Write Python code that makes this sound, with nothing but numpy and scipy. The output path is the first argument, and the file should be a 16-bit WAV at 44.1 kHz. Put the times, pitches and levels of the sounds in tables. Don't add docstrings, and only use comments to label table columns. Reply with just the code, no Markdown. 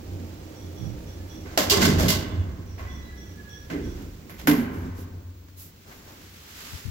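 import sys
import numpy as np
from scipy import signal
from scipy.fft import rfft, irfft
from scipy.io import wavfile

SR = 44100
rng = np.random.default_rng(int(sys.argv[2]) if len(sys.argv) > 2 else 0)


def log_audio(samples):
    frames = np.atleast_2d(samples).T
    limited = np.clip(frames, -1, 1)
    pcm = np.round(limited * 32767).astype(np.int16)
    wavfile.write(sys.argv[1], SR, pcm)


N = 304290

# freq_hz, likeness
LIKENESS = [(30, 0.92), (90, 0.99), (250, 1), (500, 0.89), (1200, 0.11), (4000, 0.021), (12000, 0.088)]
SPACING_S = 0.0003496
# time_s, level_db
SHAKING = [(0, -44.5), (1.5, -44.5), (3.3, -47), (4.3, -48), (5.6, -56.5), (6.9, -54)]
STEADY_DB = [1, -3, -1, -7.5]
# peak_s, boom_db, rumble_db, sheets_db, rub_db
JOLTS = [(.13, -39.5, -58, -46.5, -81), (.9, -54, -38.5, -50, -54.5), (1.78, -24, -45, -25, -27.5),
         (1.88, -27, -30, -23.5, -50), (2.02, -24.5, -31, -27, -54), (2.38, -26.5, -34.5, -72, -77),
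         (2.92, -48, -35, -68, -54), (3.859, -37, -33.5, -44, -50.5), (4.491, -38, -39.5, -24, -60),
         (4.85, -39.5, -39.5, -38, -51)]
JOLT_RISE_DB_PER_S = [147, 87, 504, 90]
JOLT_FALL_DB_PER_S = [34.4, 35.6, 47, 43.3]
# freq_hz, width_hz, level_db
BOOM = [(90.25, 10.8, 15), (107.4, 20, -1.5)]
# freq_hz, width_hz, level_db
RUMBLE = [(39, 11.5, -5.5), (65.8, 11.6, 3), (123.3, 3.6, -2)]
# freq_hz, width_hz, level_db
SHEETS = [(163.4, 53, 4), (194.6, 28, 3), (233, 27.6, 3), (287.7, 46, 1.5), (336, 155, -2.5), (406, 30, -3),
          (501, 186, -9)]
# freq_hz, width_hz, level_db
DRONE = [(314, 75, -0.5), (508, 41, -6.5), (606, 230, -12), (790, 11, -7), (910, 100, -17)]
DRONE_DB, DRONE_END_S = -47.5, 2.13
# freq_hz, density_db_per_hz
RUB = [(250, -11.5), (330, -13.5), (1280, -20), (3420, -28.5), (5870, -28.5), (9000, -35), (12000, -73)]
# time_s, level_db
CLOTH = [(0, -54), (2.0, -53), (2.5, -59.5), (3.9, -53.5), (5.4, -60.5), (6.3, -50)]
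# freq_hz, density_db_per_hz
RUSTLE = [(600, 0), (1500, 4.5), (4000, 2.5), (8000, 0), (16000, -3.5)]
SWEEP_S, SWEEP_HOLD_S, SWEEP_DB, SWEEP_SLOPE_DB_PER_S = 6.607, 0.15, -41.5, 56
# start_s, bright_db, dull_db, length_after_rise_s
SCUFFS = [(1.442, -68, -62, 0.12), (3.935, -57, -53.5, 0.12), (4.56, -44.5, -56, 0.076),
          (4.7, -52.5, -61, 0.16), (4.948, -47.5, -52, 0.079), (5.559, -40.5, -73, 0.12),
          (5.847, -54, -51, 0.25), (6.052, -55, -50.5, 0.19)]
SCUFF_RISE_S = 0.04
# freq_hz, density_db_per_hz
SCUFF_TONE = [(2000, -8), (5000, -3), (12000, 5)]
# start_s, length_s, upper_db, lower_db
CHIRPS = [(.54, 0.22, -58, -63), (0.748, 0.25, -55, -58), (1.053, 0.18, -58.5, -63),
          (1.283, 0.2, -53.5, -57), (2.652, .24, -60, -71), (2.87, 0.27, -56.5, -55.5),
          (3.149, 0.3, -56, -62), (3.48, 0.22, -51, -54), (3.819, 0.21, -57.5, -60)]
# pitch_hz, width_hz
SHOE = [(5760, 140), (3393, 150)]
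# start_s, length_s, pitch_hz, level_db
WHINES = [(1.17, 0.33, 1710, -63), (2.201, 0.38, 3430, -59), (2.279, 0.34, 1670, -57.5),
          (2.819, 0.62, 1976, -52), (3.002, 0.3, 3950, -61), (2.98, 0.59, 1680, -58),
          (3.33, 0.57, 1692, -52)]
WHINE_WIDTH_HZ = 44
WAVER_SHARE, WAVERS_PER_S = .006, 9.
# start_s, length_s, level_db, centre_hz, left_right_db
BUMPS = [(0.743, 0.25, -38.5, 111, -18.5), (6.71, 0.069, -39, 84.6, 13), (6.838, 0.077, -40.5, 87, 33)]
# start_s, clank_db, knock_re_clank_db, sizzle_re_clank_db, t60_s, ring_hz, ring_lift_db, rise_s
BLOWS = [(1.456, -50.5, 13.5, -15, 0.44, 1500, 5, 0.0058), (1.575, -13, 0.5, -9.5, 0.36, 600, -2, 0.0012),
         (1.698, 0, -18, -11, 0.14, 4900, 11, 0.0081), (1.7117, -12.5, -6.5, -30, 0.48, 4750, 5, 0.00083),
         (1.7244, -20, 1.5, -23, 0.53, 1080, 5, 0.0027), (1.808, -8.5, -1.5, -30, 0.37, 1520, 1, 0.012),
         (1.8494, -12, -4.5, -20, 0.19, 640, 7, 0.0067), (1.982, -18, 0.5, -9, 0.58, 704, -3, 0.008),
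         (2.082, -7, -8, -5.5, 0.22, 2050, 7.5, 0.0086), (2.1144, -16.5, -4, -24, 0.31, 1050, 4, 0.014),
         (2.781, -45, 12, -7, 0.73, 1150, 2, 0.0055), (3.7, -35, 8.5, -31, 0.33, 1800, -4, 0.0046),
         (3.7494, -51, 19, -25, 0.24, 1510, 2, 0.0029), (4.2949, -45.5, 9, 5.5, 0.36, 1910, -8, 0.002),
         (4.382, -37, 0, -4, 0.34, 1710, -21, 0.0077), (4.4718, -18.5, 7, 2.5, 0.31, 1190, -2, 0.0019),
         (5.4844, -50, 3, -20, 0.077, 1530, 6, 0.0009), (5.913, -43.5, 9.5, -15, .12, 1530, 0, .008)]
# freq_hz, density_db_per_hz
KNOCK = [(300, -10.5), (600, -4), (1200, -9.5), (2200, -7), (3500, -17.5), (9000, -48)]
# freq_hz, density_db_per_hz
CLANK = [(1200, -63), (2800, 4), (5000, 4), (7500, 1.5), (11000, -5)]
# freq_hz, density_db_per_hz
SIZZLE = [(5000, -35), (9000, -5), (12000, 8), (16000, -0.5)]
# freq_hz, width_hz, over_clatter_db
STEEL = [(633, 77, 6), (1074, 107, 8), (1545, 115, 6), (2042, 55, 9.5), (4736, 66, 3), (6065, 50, -2)]
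# freq_hz, t60_s
SHAFT = [(500, 1.41), (1100, 1.74), (2900, 0.99), (7700, 0.12), (15000, 0.085)]
SHAFT_DB = -13.5
# start_s, level_db, centre_hz, spread_hz, t60_s
THUDS = [(1.579, -23.5, 342, 197, 0.51), (1.715, -18, 399, 40.3, 0.77), (1.81, -19.5, 224, 125, 1.7),
         (1.86, -19.5, 325, 149, 0.79), (3.702, -25, 334, 124, 0.94)]
# freq_hz, level_db, t60_s
DOOR = [(167, -29.5, 0.78), (232.7, -18.5, 0.68), (291.2, -14.5, .3), (257.4, -30.5, 1.62),
        (431, -27, 0.43)]
DOOR_S = 4.476
# peak_s, level_db
SWELLS = [(4.81, -31.5), (4.93, -30.5), (5.04, -33), (5.17, -35), (5.28, -35), (5.4, -43), (5.58, -43)]
SWELL_S = .15
# time_s, left_right_db
TURN = [(0, -0.5), (4.5, 0.5), (5.5, 3.5), (6.9, 1.5)]
# freq_hz, left_right_db
BALANCE_DB = [(60, -1), (130, -2.5), (290, -4), (640, -0.5), (1410, -2.5), (3100, -3), (6820, -3.5),
              (15000, -7.5)]
# freq_hz, gain_db
PORTS = [(7000, 0), (8000, -2.5), (8700, -12.5), (10000, -5.5), (11500, -1), (14500, -2)]
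# freq_hz, width_hz, level_db
HISS_TOP = [(15500, 700, 31)]
HISS_DB, EDGE_HZ = -78.5, 15900


def gain_of(db):
    return 10 ** (np.asarray(db) / 20)


def evened(x):
    return x / np.sqrt(np.mean(x ** 2) + 1e-20)


def read(points, hz):
    f_hz, value = np.transpose(points)
    return np.interp(np.log(hz + 1), np.log(f_hz + 1), value)


def follow(rows):
    time_s, *columns = np.transpose(rows)
    return [np.interp(np.arange(N) / SR, time_s, c) for c in columns]


def sides(db):
    return gain_of(np.array([db / 2, -db / 2]))


def peaks(modes, hz):
    return np.sqrt(sum((gain_of(db) / (1 + (2 * (hz - f_hz) / width_hz) ** 2)) ** 2
                       for f_hz, width_hz, db in modes))


def pair(shape, count):
    hz = np.fft.rfftfreq(count, 1 / SR)
    left, other = rfft(rng.standard_normal((2, count)))
    same = np.clip(read(LIKENESS, hz), -1, 1)
    lag = np.exp(-2j * np.pi * SPACING_S * hz)
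    right = (same * left + np.sqrt(1 - same ** 2) * other) * lag
    return evened(irfft(np.array([left, right]) * shape(hz), count))


def flutter(per_s, db):
    steps = rng.standard_normal(2000)
    return gain_of(db * np.interp(np.arange(N) / SR * per_s, np.arange(2000), steps))


def jolting():
    t = np.arange(0, N + 64, 64) / SR
    rise, fall = np.array([JOLT_RISE_DB_PER_S, JOLT_FALL_DB_PER_S])[:, :, None]
    steady_db = np.interp(t, *np.transpose(SHAKING)) + np.array(STEADY_DB)[:, None]
    power = gain_of(steady_db) ** 2
    for peak_s, *db in JOLTS:
        slope_db = np.minimum(rise * (t - peak_s), fall * (peak_s - t))
        power = power + gain_of(np.array(db)[:, None] + slope_db) ** 2
    return [np.interp(np.arange(N) / SR, t, np.sqrt(p)) for p in power]


def car(boom_gain, rumble_gain, sheets_gain):
    boom = boom_gain * pair(lambda hz: peaks(BOOM, hz), N)
    rumble = rumble_gain * pair(lambda hz: peaks(RUMBLE, hz), N)
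    rattle = flutter(30, 2.2)
    sheets = sheets_gain * pair(lambda hz: peaks(SHEETS, hz), N) * rattle
    moving = np.clip(DRONE_END_S - np.arange(N) / SR, 0, .5) * 2
    drone = gain_of(DRONE_DB) * moving * pair(lambda hz: peaks(DRONE, hz), N)
    return boom + rumble + sheets + drone


def sliding(rub_gain):
    t = np.arange(N) / SR
    away_s = np.maximum(np.maximum(SWEEP_S - t, t - SWEEP_S - SWEEP_HOLD_S), 0)
    sweep_gain = gain_of(SWEEP_DB - SWEEP_SLOPE_DB_PER_S * away_s)
    cloth_gain = np.hypot(gain_of(follow(CLOTH)[0]), sweep_gain)
    scuff_gain = np.zeros(N)
    for start_s, bright_db, dull_db, length_s in SCUFFS:
        onset = (t - start_s) / SCUFF_RISE_S
        release = (start_s + SCUFF_RISE_S + length_s - t) / length_s * 1.26
        stroke = np.clip(np.minimum(onset, release), 0, 1)
        rub_gain = rub_gain + gain_of(dull_db) * stroke
        scuff_gain = scuff_gain + gain_of(bright_db) * stroke
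    rub = rub_gain * pair(lambda hz: gain_of(read(RUB, hz)), N) * flutter(40, 1.04)
    cloth = cloth_gain * pair(lambda hz: gain_of(read(RUSTLE, hz)), N)
    scuff = scuff_gain * pair(lambda hz: gain_of(read(SCUFF_TONE, hz)), N)
    return rub + (cloth + scuff) * flutter(150, 0.86)


def squeaks():
    out, t = np.zeros((2, N)), np.arange(N) / SR
    tones = [(start_s, length_s, f_hz, width_hz, db) for start_s, length_s, *levels in CHIRPS
             for (f_hz, width_hz), db in zip(SHOE, levels)]
    tones += [(start_s, length_s, f_hz, WHINE_WIDTH_HZ, db) for start_s, length_s, f_hz, db in WHINES]
    wander = WAVER_SHARE * np.interp(t * WAVERS_PER_S, np.arange(200), rng.standard_normal(200))
    for start_s, length_s, f_hz, width_hz, db in tones:
        start = round(start_s * SR)
        u = np.linspace(0, 1, round(length_s * SR))
        noise = pair(lambda hz: peaks([(f_hz, width_hz, 0)], hz), count=32768)
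        steady = signal.hilbert(noise)[:, :len(u)]
        bend = np.exp(2j * np.pi * f_hz * np.cumsum(wander[start:][:len(u)]) / SR)
        tone = evened((steady * bend).real)
        swing = np.minimum(u / 0.13, 1) * np.minimum((1 - u) / 0.7, 1)
        out[:, start:][:, :len(u)] += gain_of(db) * tone * swing
    return out


def bumps():
    out = np.zeros((2, N + SR))
    for start_s, length_s, db, centre_hz, pan_db in BUMPS:
        swell = np.hanning(round(length_s * SR))
        noise = pair(lambda hz: peaks([(centre_hz, 0.88 * centre_hz, 0)], hz)
                     * np.minimum(hz / centre_hz, 1) ** 2, SR)
        lump = evened(noise[:, :len(swell)])
        out[:, round(start_s * SR):][:, :len(swell)] += gain_of(db) * lump * swell * sides(pan_db)[:, None]
    return out[:, :N]


def blows():
    out, t = np.zeros((2, N + SR)), np.arange(SR // 2) / SR
    for start_s, db, knock_db, sizzle_db, t60_s, ring_hz, lift_db, rise_s in BLOWS:
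        steel = [(f_hz, width_hz, level + lift_db - 8 * min((np.log(f_hz / ring_hz) / 0.35) ** 2, 1))
                 for f_hz, width_hz, level in STEEL]
        clank, sizzle = (pair(lambda hz: gain_of(read(part, hz)) * (1 + peaks(steel, hz)), len(t))
                         for part in (CLANK, SIZZLE))
        knock_hz = min(ring_hz, 2000)
        knock = pair(lambda hz: gain_of(read(KNOCK, hz) - 2.2 * np.log((hz + 1) / knock_hz) ** 2)
                     * (1 + peaks(steel, hz)), len(t))
        clatter = clank + gain_of(knock_db) * knock + gain_of(sizzle_db) * sizzle
        fall = 0.43 * gain_of(-60 * t / max(t60_s, .01)) + 1.94 * np.exp(-t / 0.0014)
        swing = gain_of(db) * (1 - np.exp(-t / max(rise_s, 1e-4))) * fall
        out[:, round(start_s * SR):][:, :len(t)] += clatter * swing
    return out[:, :N] * flutter(250, 1.9)


def shaft(x):
    hz, t, z = signal.stft(rng.standard_normal((2, SR)), SR, nperseg=256)
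    decay = gain_of(-60 * t / read(SHAFT, hz)[:, None])
    tail = signal.istft(z * decay, SR, nperseg=256)[1]
    return signal.fftconvolve(x, tail / np.linalg.norm(tail[0]), axes=1)[:, :N]


def thuds():
    out, t = np.zeros((2, N + SR)), np.arange(SR) / SR
    for start_s, db, centre_hz, spread_hz, t60_s in THUDS:
        struck = [(f_hz, width_hz, level - 6 * ((f_hz - centre_hz) / spread_hz) ** 2)
                  for f_hz, width_hz, level in SHEETS]
        ring = sum(gain_of(level) * np.sin(2 * np.pi * (f_hz * t + rng.random()))
                   for f_hz, _, level in struck)
        shudder = pair(lambda hz: peaks(struck, hz), SR)
        swing = gain_of(db - 60 * t / t60_s) * (1 - np.exp(-t / 0.009))
        out[:, round(start_s * SR):][:, :SR] += swing * (0.51 * evened(ring) + 0.78 * shudder)
    return out[:, :N]


def door():
    out, t = np.zeros((2, N)), np.arange(N - round(DOOR_S * SR)) / SR
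    for f_hz, db, t60_s in DOOR:
        rough = pair(lambda hz: peaks([(f_hz, 22, 0)], hz), len(t))
        ring = 1.16 * np.sin(2 * np.pi * (f_hz * t + rng.random())) + 0.67 * rough
        out[:, -len(t):] += gain_of(db - 60 * t / t60_s) * (1 - np.exp(-t / 0.0057)) * ring
    t = np.arange(N) / SR
    boom_hz = BOOM[0][0]
    for peak_s, db in SWELLS:
        swell = np.cos(np.pi * np.clip((t - peak_s) / SWELL_S, -.5, .5)) ** 2
        out += gain_of(db) * swell * np.sin(2 * np.pi * (boom_hz * t + rng.random()))
    return out


def scene():
    boom_gain, rumble_gain, sheets_gain, rub_gain = jolting()
    hits = blows()
    around = car(boom_gain, rumble_gain, sheets_gain) + sliding(rub_gain) + squeaks()
    around += hits + gain_of(SHAFT_DB) * shaft(hits) + thuds() + door()
    return around * sides(follow(TURN)[0]) + bumps()


def record(dry):
    hz = np.fft.rfftfreq(N, 1 / SR)
    hiss = gain_of(HISS_DB) * rfft(rng.standard_normal(dry.shape)) * (1 + peaks(HISS_TOP, hz))
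    response = gain_of(read(PORTS, hz)) * sides(read(BALANCE_DB, hz))
    heard = irfft((rfft(dry) + hiss) * response, N)
    lowpass = signal.firwin(511, EDGE_HZ, window=("kaiser", 9), fs=SR)
    return signal.oaconvolve(np.tanh(heard), lowpass[None], "same")


dry = scene()
out = record(dry)
log_audio(out)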